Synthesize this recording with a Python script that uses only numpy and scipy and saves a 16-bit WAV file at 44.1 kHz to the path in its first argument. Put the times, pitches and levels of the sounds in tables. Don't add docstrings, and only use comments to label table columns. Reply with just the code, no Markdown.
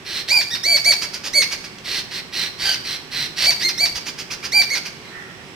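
import sys
import numpy as np
from scipy import signal
from scipy.fft import rfft, irfft
from scipy.io import wavfile
from scipy.ndimage import uniform_filter1d

SR = 44100
rng = np.random.default_rng(int(sys.argv[2]) if len(sys.argv) > 2 else 0)


def amplitude_ratio(level_db):
    exponent = np.asarray(level_db, float) / 20
    return 10 ** exponent


def store_wav(level_fs):
    pcm = np.round(np.clip(np.atleast_2d(level_fs), -1, 1) * 32767)
    wavfile.write(sys.argv[1], SR, pcm.T.astype(np.int16))


N = 244755
T = np.arange(N) / SR

# (start [s], length [s], top pitch [Hz], level [dB], rise time [s])
LONG = [
    (.630, .136, 2323, -13, .018),
    (4.516, .1, 2388, -12, .013),
]
RINGING = [
    (.843, .074, 2362, -12, 0.01065),
    (1.330, .087, 2295, -13, 0.00944),
]
SLIDING = [
    (3.438, .068, 2392, -12.5, .021),
    (3.775, .078, 2382, -13.5, .021),
]
FLAT = [
    (3.612, .075, 2158, -19, .017),
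]
LAST = [
    (4.698, .051, 2258, -22, .009),
]
HOARSE = [
    (.291, .117, 2458, -13.5, .015),
]
CHIRP = [
    (.502, .045, 2139, -27.5, .02),
]
SQUAWK = [
    (2.648, .095, 1590, -23.5, .01),
]
CLUCKS = [
    (1.011, 0.0221, 1398, -32.5, 0.0087),
    (4.295, .031, 1484, -33, 0.01175),
    (4.421, .032, 1493, -31, .014),
]
KINDS = [LONG, RINGING, SLIDING, FLAT, LAST, HOARSE, CHIRP, SQUAWK, CLUCKS]

# (rise [share 0-1], sag [share 0-1], sag exponent, closing slur against note level [dB])
PITCH_ARCH = [(.32, .05, 2.8, -9.5), (.32, .06, 1.5, -6), (.3, .05, 2.993, -9), (.31, 0.02, 2.49, -4),
              (.24, .07, 2.5, -2), (0.31, .08, 2.4, -10.5), (.24, .16, 2.3, 2.5), (0.04, .1, 2.5, -6.5),
              (0.4, .05, 2.407, -6)]
# (first [dB], second [dB], third [dB], fourth [dB])
HELD_PARTIALS = [(0, 0.0031, 1.5, 8.5), (1, 0, 4, 17.5), (-3.5, 0, 0.5, 7), (0, 0.0061, -0.5, -1.5),
                 (6, 0.0044, 7, 9.5), (-1.5, 0, 4, 0), (-2.5, 0.0062, -6, -11.5), (-3.75, 0, -6, -9.5),
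                 (1, 0.01, -7.5, -7.5)]
PITCH_ROUGHNESS = [.002, .002, .006, .005, .004, .014, .01, .028, .012]
# (loudest moment [share 0-1], start below peak [dB], end below peak [dB])
BREATH_EFFORT = [(0.87, 8.5, 2), (0.54, 9, 4), (0.85, 10.5, -0.5), (0.61, 6.5, 6), (0.5, 2, 2),
                 (0.29, 6.5, 5), (0.42, -4, -3.5), (0.12, 1, 9.5), (0.8, 8, 10.5)]

# (start [s], length [s], peak level [dB], centre [Hz], loudest moment [share 0-1])
RASPS = [(.045, 0.191, -26, 4131, 0.73), (.273, 0.0368, -16.5, 4400, 1), (1.837, 0.1916, -23, 4290, 0.71),
         (2.099, 0.1214, -27.5, 4240, 0.47), (2.316, 0.178, -22.5, 4090, 0.53),
         (2.579, 0.194, -22, 4607, 0.4), (2.834, .146, -24.5, 4129, 0.51),
         (3.104, 0.1805, -23.5, 4056, 0.59), (3.358, 0.1207, -16, 4550, 1), (3.59, 0.058, -22, 4779, 0.92)]
CHATTER = [(1.01, 0.0572, -22, 4750, 0.31), (1.128, 0.052, -25.5, 4920, 0.28),
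           (1.228, 0.0699, -24, 4910, 0.587), (1.505, 0.0549, -23, 4590, 0.33),
           (1.632, 0.0465, -32, 4670, 0.29), (3.945, 0.0559, -24.5, 4830, 0.32),
           (4.053, 0.061, -25.5, 4890, 0.39), (4.175, 0.0578, -27, 4760, 0.488),
           (4.3, 0.0613, -26.5, 4860, 0.3015), (4.428, 0.0564, -26, 4810, 0.44),
           (4.72, 0.0747, -27, 4500, 0.9), (4.845, 0.0497, -28.5, 4860, 0.3)]
FAR_RASP = [
    (5.03, 0.107, -53, 4056, 0.173),
]

# (frequency [Hz], level [dB])
THROAT = [(800, -24), (1500, -15.5), (2300, -4.5), (3300, -11), (4500, 4.5), (5800, 0.5), (7000, -17),
          (9500, -27.5), (14000, -25.5)]
RASP_TINT = [(900, -15), (1400, -7), (1950, 0.5), (2500, -7), (3080, -7), (3500, -10.5), (4200, -3.5),
             (4900, -10.5), (5700, -8.5), (6600, -31), (9000, -25.5), (15000, -47.5)]
CHATTER_TINT = [(900, -14.5), (1500, -6.5), (3000, -6), (3800, -8.5), (5000, 4.5), (6600, -4),
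                (7700, -17.5), (15000, -24.5)]

# (time [s], peak level [dB])
TWIG_TICKS = [
    (1.7855, -28),
]
# (time [s], level [dB])
CROW_LEVEL = [(5.11, -46.5), (5.156, -38), (5.2, -44), (5.224, -46.5), (5.428, -58.5), (5.436, -70),
              (5.45, -64)]

# (frequency [Hz], level per Hz [dB])
GARDEN_SPECTRUM = [(15, -47), (25, -22), (148, -2.5), (183, -2.5), (289, -6.5), (378, -5), (614, -15.5),
                   (703, -15), (1080, -18), (1170, -19), (1530, -17.5), (3260, -18.5), (15500, -36.5)]
# (time [s], level [dB])
BACKGROUND_LEVEL = [(0, -0.5), (.3, -1), (3, 0.5), (5.55, 0.5)]
# (frequency [Hz], level [dB])
HUMS = [(378, -54.5), (1147, -59.5), (7865, -67.5)]
# (time [s], level [dB])
WIND_PUFFS = [
    (3.951, -40.5),
]

# (frequency [Hz], left minus right [dB])
PORT_DIFFERENCE = [(60, 0.5), (110, -6), (200, -3), (380, -2.5), (700, -2.5), (1290, -1.5), (2380, -8),
                   (4400, -1.5), (8120, -10), (15000, -4.5)]
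# (frequency [Hz], level [dB])
GHOST_TINT = [(1000, -21.5), (2300, -4.5), (4500, 0), (7000, 1), (9000, -31.5)]
WHINE_LEVELS = [-19.5, -26, -29, -36]


def curve(table, hz):
    f, v = np.transpose(table)
    return np.interp(np.log(np.maximum(hz, 1)), np.log(f), v)


def tint(x, table):
    n = x.shape[-1]
    gain = amplitude_ratio(curve(table, np.fft.rfftfreq(n, 1 / SR)))
    return irfft(rfft(x) * gain, n)


def unit(x):
    return x / np.sqrt(np.mean(x ** 2))


def wobble(n, hz):
    lowpass = signal.butter(2, hz, fs=SR, output="sos")
    return unit(signal.sosfilt(lowpass, rng.standard_normal(n)))


def effort(start, length, peak_db, crest, swell_db, fall_db):
    at = np.arange(int(start * SR), int((start + length) * SR))
    u = (T[at] - start) / length
    crest = np.clip(crest, .05, .98)
    before = swell_db * (1 - u / crest) ** 2
    after = fall_db * ((u - crest) / (1 - crest)) ** 2
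    return at, peak_db - np.where(u < crest, before, after)


def notes(slur_s=.036, slur_drop=.62, tilt_db=-4.0, shimmer_db=.7, hoarse=.16, leak_db=-22):
    out = np.zeros(N)
    k = np.arange(1, 8)[:, None]
    breath = unit(tint(rng.standard_normal(N), CHATTER_TINT))
    u = np.arange(int(slur_s * SR)) / (slur_s * SR)
    manners = zip(KINDS, PITCH_ROUGHNESS, PITCH_ARCH, BREATH_EFFORT, HELD_PARTIALS)
    for rows, rough, (rise, sag, sag_power, slur_db), push, held_db in manners:
        for start, length, top_hz, peak_db, rise_s in rows:
            at, push_db = effort(start, length, peak_db, *push)
            held = len(at)
            t = T[:held]
            leap = rise * np.exp(-(t / rise_s) ** 1.25)
            hz = top_hz * (1 - leap - sag * (t / length) ** sag_power)
            hz = np.r_[hz, hz[-1] * (1 - slur_drop * np.tanh((u / .3) ** 1.3))]
            span = slice(at[0], at[0] + len(hz))

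            colour_db = curve(THROAT, k * hz) + tilt_db * np.log2(k)
            db = colour_db + peak_db + slur_db + 6.5
            db[:, :held] = colour_db[:, :held] - colour_db[1, :held].max() + push_db
            db[:, :held] += np.r_[held_db, [min(held_db[3], 0)] * 3][:, None]
            db[3:, :held] -= 7 * np.exp(-(t / (2 * rise_s)) ** 2)
            db[2, :held] += 6.5 * np.exp(-t / .0122 - ((3 * hz[:held] - 5317) / 380) ** 2)
            db[1:] += 1.5 * wobble(N // 10, 35)[-len(hz):]
            db = uniform_filter1d(db, 120, axis=1, mode="nearest")

            drift = np.r_[rough + .012 * np.exp(-t / .015), rough + hoarse * u ** 2]
            drift = drift * wobble(len(hz), 220)
            phase = 2 * np.pi * np.cumsum(hz * (1 + drift)) / SR
            shimmer = shimmer_db + 50 * rough
            db += np.array([shimmer * min(j, 2) * wobble(len(hz), 169) for j in k[:, 0]])
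            whistle = np.sqrt(2) * np.sum(amplitude_ratio(db) * np.sin(k * phase), axis=0)
            leak = amplitude_ratio(leak_db + db[1]) * breath[span]
            gate = np.r_[np.minimum(np.arange(held) / 420, 1), (1 - u) ** .8]
            out[span] += gate * (whistle + leak)
    return out


def harsh(rows, colour, jitter, clean_db, pulse_hz, scatter_db, fade_s, swell_db, fall_db, low_db):
    clicks = (rng.random(N) < pulse_hz / SR) * amplitude_ratio(scatter_db * rng.standard_normal(N))
    chop = unit(uniform_filter1d(uniform_filter1d(clicks, 30), 30) + .03)
    spray = clicks * rng.choice([-1, 1], N) + .3 * rng.standard_normal(N)
    spray = tint(spray, colour)
    low = unit(signal.sosfilt(signal.butter(4, 3300, fs=SR, output="sos"), spray))
    high = unit(signal.sosfilt(signal.butter(4, 3300, "high", fs=SR, output="sos"), spray))
    out = np.zeros(N)
    for start, length, peak_db, centre_hz, crest in rows:
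        at, db = effort(start, length, peak_db, crest, swell_db, fall_db)
        edge = np.clip(np.minimum(T[at] - start, start + length - T[at]) / fade_s, 0, 1)
        push = db - peak_db
        hz = centre_hz * (1 - .0028 * push)
        phase = np.pi * np.cumsum(hz * (1 + jitter * wobble(len(at), 465.6))) / SR
        tone = amplitude_ratio(clean_db + .93 * push) * chop[at]
        upper = high[at] + tone * (np.sin(2 * phase) + amplitude_ratio(-17) * np.sin(3 * phase))
        lower = low[at] + amplitude_ratio(-13) * tone * np.sin(phase)
        lower = amplitude_ratio(low_db + .566 * (db + 28)) * lower
        out[at] += edge * amplitude_ratio(-3.5) * (amplitude_ratio(db) * upper + lower)
    return out


def rasps():
    return harsh(RASPS, RASP_TINT, jitter=.036, clean_db=3.0, pulse_hz=2000, scatter_db=2.0,
                 fade_s=.02, swell_db=8, fall_db=8.5, low_db=-33)


def chatter():
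    return harsh(CHATTER, CHATTER_TINT, jitter=.06, clean_db=-2.0, pulse_hz=2500, scatter_db=2.0,
                 fade_s=.012, swell_db=14.5, fall_db=19, low_db=-29.5)


def twig(t60=0.0214):
    out = np.zeros(N)
    for s, db in TWIG_TICKS:
        i = int(s * SR)
        out[i:i + 600] += amplitude_ratio(db - 60 * T[:600] / t60) * rng.standard_normal(600)
    return tint(out, [(500, -28), (1500, 7.5), (6000, 2), (9000, -17), (15000, -30)])


def far_rasp():
    return harsh(FAR_RASP, RASP_TINT, jitter=0.0415, clean_db=11.5, pulse_hz=1520, scatter_db=-4.5,
                 fade_s=0.024, swell_db=-0.5, fall_db=7.5, low_db=-31)


def crow(pulse_hz=151.0, throat_hz=1850, width_hz=110):
    s, level_db = np.transpose(CROW_LEVEL)
    at = np.arange(int(s[0] * SR), int(s[-1] * SR))
    edge = np.clip(np.minimum(T[at] - s[0], s[-1] - T[at]) / 0.0134, 0, 1)
    phase = np.cumsum(pulse_hz * (1 + 0.0082 * wobble(len(at), 53))) / SR
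    pulses = np.diff(np.floor(phase), prepend=0) + 0.056 * rng.standard_normal(len(at))
    throat = signal.butter(2, [throat_hz - width_hz, throat_hz + width_hz], "band", fs=SR, output="sos")
    chest = signal.butter(2, [1280, 1480], "band", fs=SR, output="sos")
    voice = unit(signal.sosfilt(throat, pulses)) + amplitude_ratio(-7) * unit(signal.sosfilt(chest, pulses))
    out = np.zeros(N)
    out[at] = edge * amplitude_ratio(np.interp(T[at], s, level_db)) * voice
    return out


def foliage(x, direct, leaves_db, leaves_t60, walls_db, walls_t60):
    t = T[:SR]
    leaves = rng.standard_normal((2, SR)) * amplitude_ratio(-60 * t / leaves_t60) * np.minimum(t / 0.0039, 1)
    walls = tint(rng.standard_normal((2, SR)),
                 [(500, 11.5), (2000, -0.5), (5000, 0), (8000, -2.5), (15000, -20.5)])
    walls = walls * amplitude_ratio(-60 * t / walls_t60) * np.minimum(t / 0.00856, 1)
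    echo = amplitude_ratio(leaves_db) * unit(leaves) + amplitude_ratio(walls_db) * unit(walls)
    return direct * x + signal.fftconvolve(x[None], echo / np.sqrt(SR), axes=1)[:, :N]


def garden():
    mid, left, right = (tint(rng.standard_normal(N), GARDEN_SPECTRUM) for _ in range(3))
    shared = tint(mid, [(100, -2), (400, -3.5), (900, -1.0), (2000, -13.5), (15000, -31.5)])
    own = tint(np.array([left, right]), [(60, -4), (300, -10.0), (900, 2.0), (2000, 4.5), (4500, 1.5),
                                         (5600, 5.5), (6300, -1.5), (15000, -9.5)])
    swell_db = np.interp(T, *np.transpose(BACKGROUND_LEVEL)) + 0.206 * wobble(N, 3.1)
    out = unit(shared + own) * amplitude_ratio(-40.5 + swell_db)
    for hz, db in HUMS:
        level = np.sqrt(2) * amplitude_ratio(db + 0.53 * wobble(N, 7.5))
        out = out + level * np.sin(2 * np.pi * hz * T + 0.19 * wobble(N, 3.5))
    rumble = unit(tint(rng.standard_normal(N), [(20, -3.5), (50, 5), (120, -2), (400, -37)]))
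    puffs = sum(amplitude_ratio(db) * np.exp(-((T - s) / 0.027) ** 2) for s, db in WIND_PUFFS)
    return out + puffs * rumble


def scene():
    bird = foliage(notes() + rasps() + chatter() + twig(), 0.8204,
                   leaves_db=-6.5, leaves_t60=0.1394, walls_db=-10.0, walls_t60=0.66)
    far = foliage(crow() + far_rasp(), 0.75,
                  leaves_db=-5, leaves_t60=0.194, walls_db=1.0, walls_t60=0.505)
    return bird + far + garden()


def ports(dry):
    half = np.array(PORT_DIFFERENCE) * [1, .5]
    x = np.array([tint(dry[0], half), tint(dry[1], half * [1, -1])])
    x[0] = np.roll(x[0], 1)
    return x


def whine_ghosts(x, whine_hz=3891):
    leads = np.array([.06 * wobble(N, 40) + lead for lead in (0, .22)])
    turn = 2 * np.pi * whine_hz * T + leads
    whine = sum(2 * amplitude_ratio(db) * np.cos((k + 1) * turn) for k, db in enumerate(WHINE_LEVELS))
    whine = whine + amplitude_ratio(-21) * rng.standard_normal((2, N))
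    return tint(tint(x, GHOST_TINT) * whine,
                [(700, 0), (3000, -1.0), (6200, 0.0), (8500, -1.0), (12000, 2.5), (16000, 1.0)])


def top_cut(x):
    return signal.sosfilt(signal.butter(12, 15930, fs=SR, output="sos"), x)


def record(dry):
    x = ports(dry)
    x = x + whine_ghosts(x)
    x = x / (1 + (x / .86) ** 6) ** (1 / 6)
    x = tint(x, [(15500, 0), (15900, -8), (16100, -60)])
    return top_cut(x)


dry = scene()
out = record(dry)
store_wav(out)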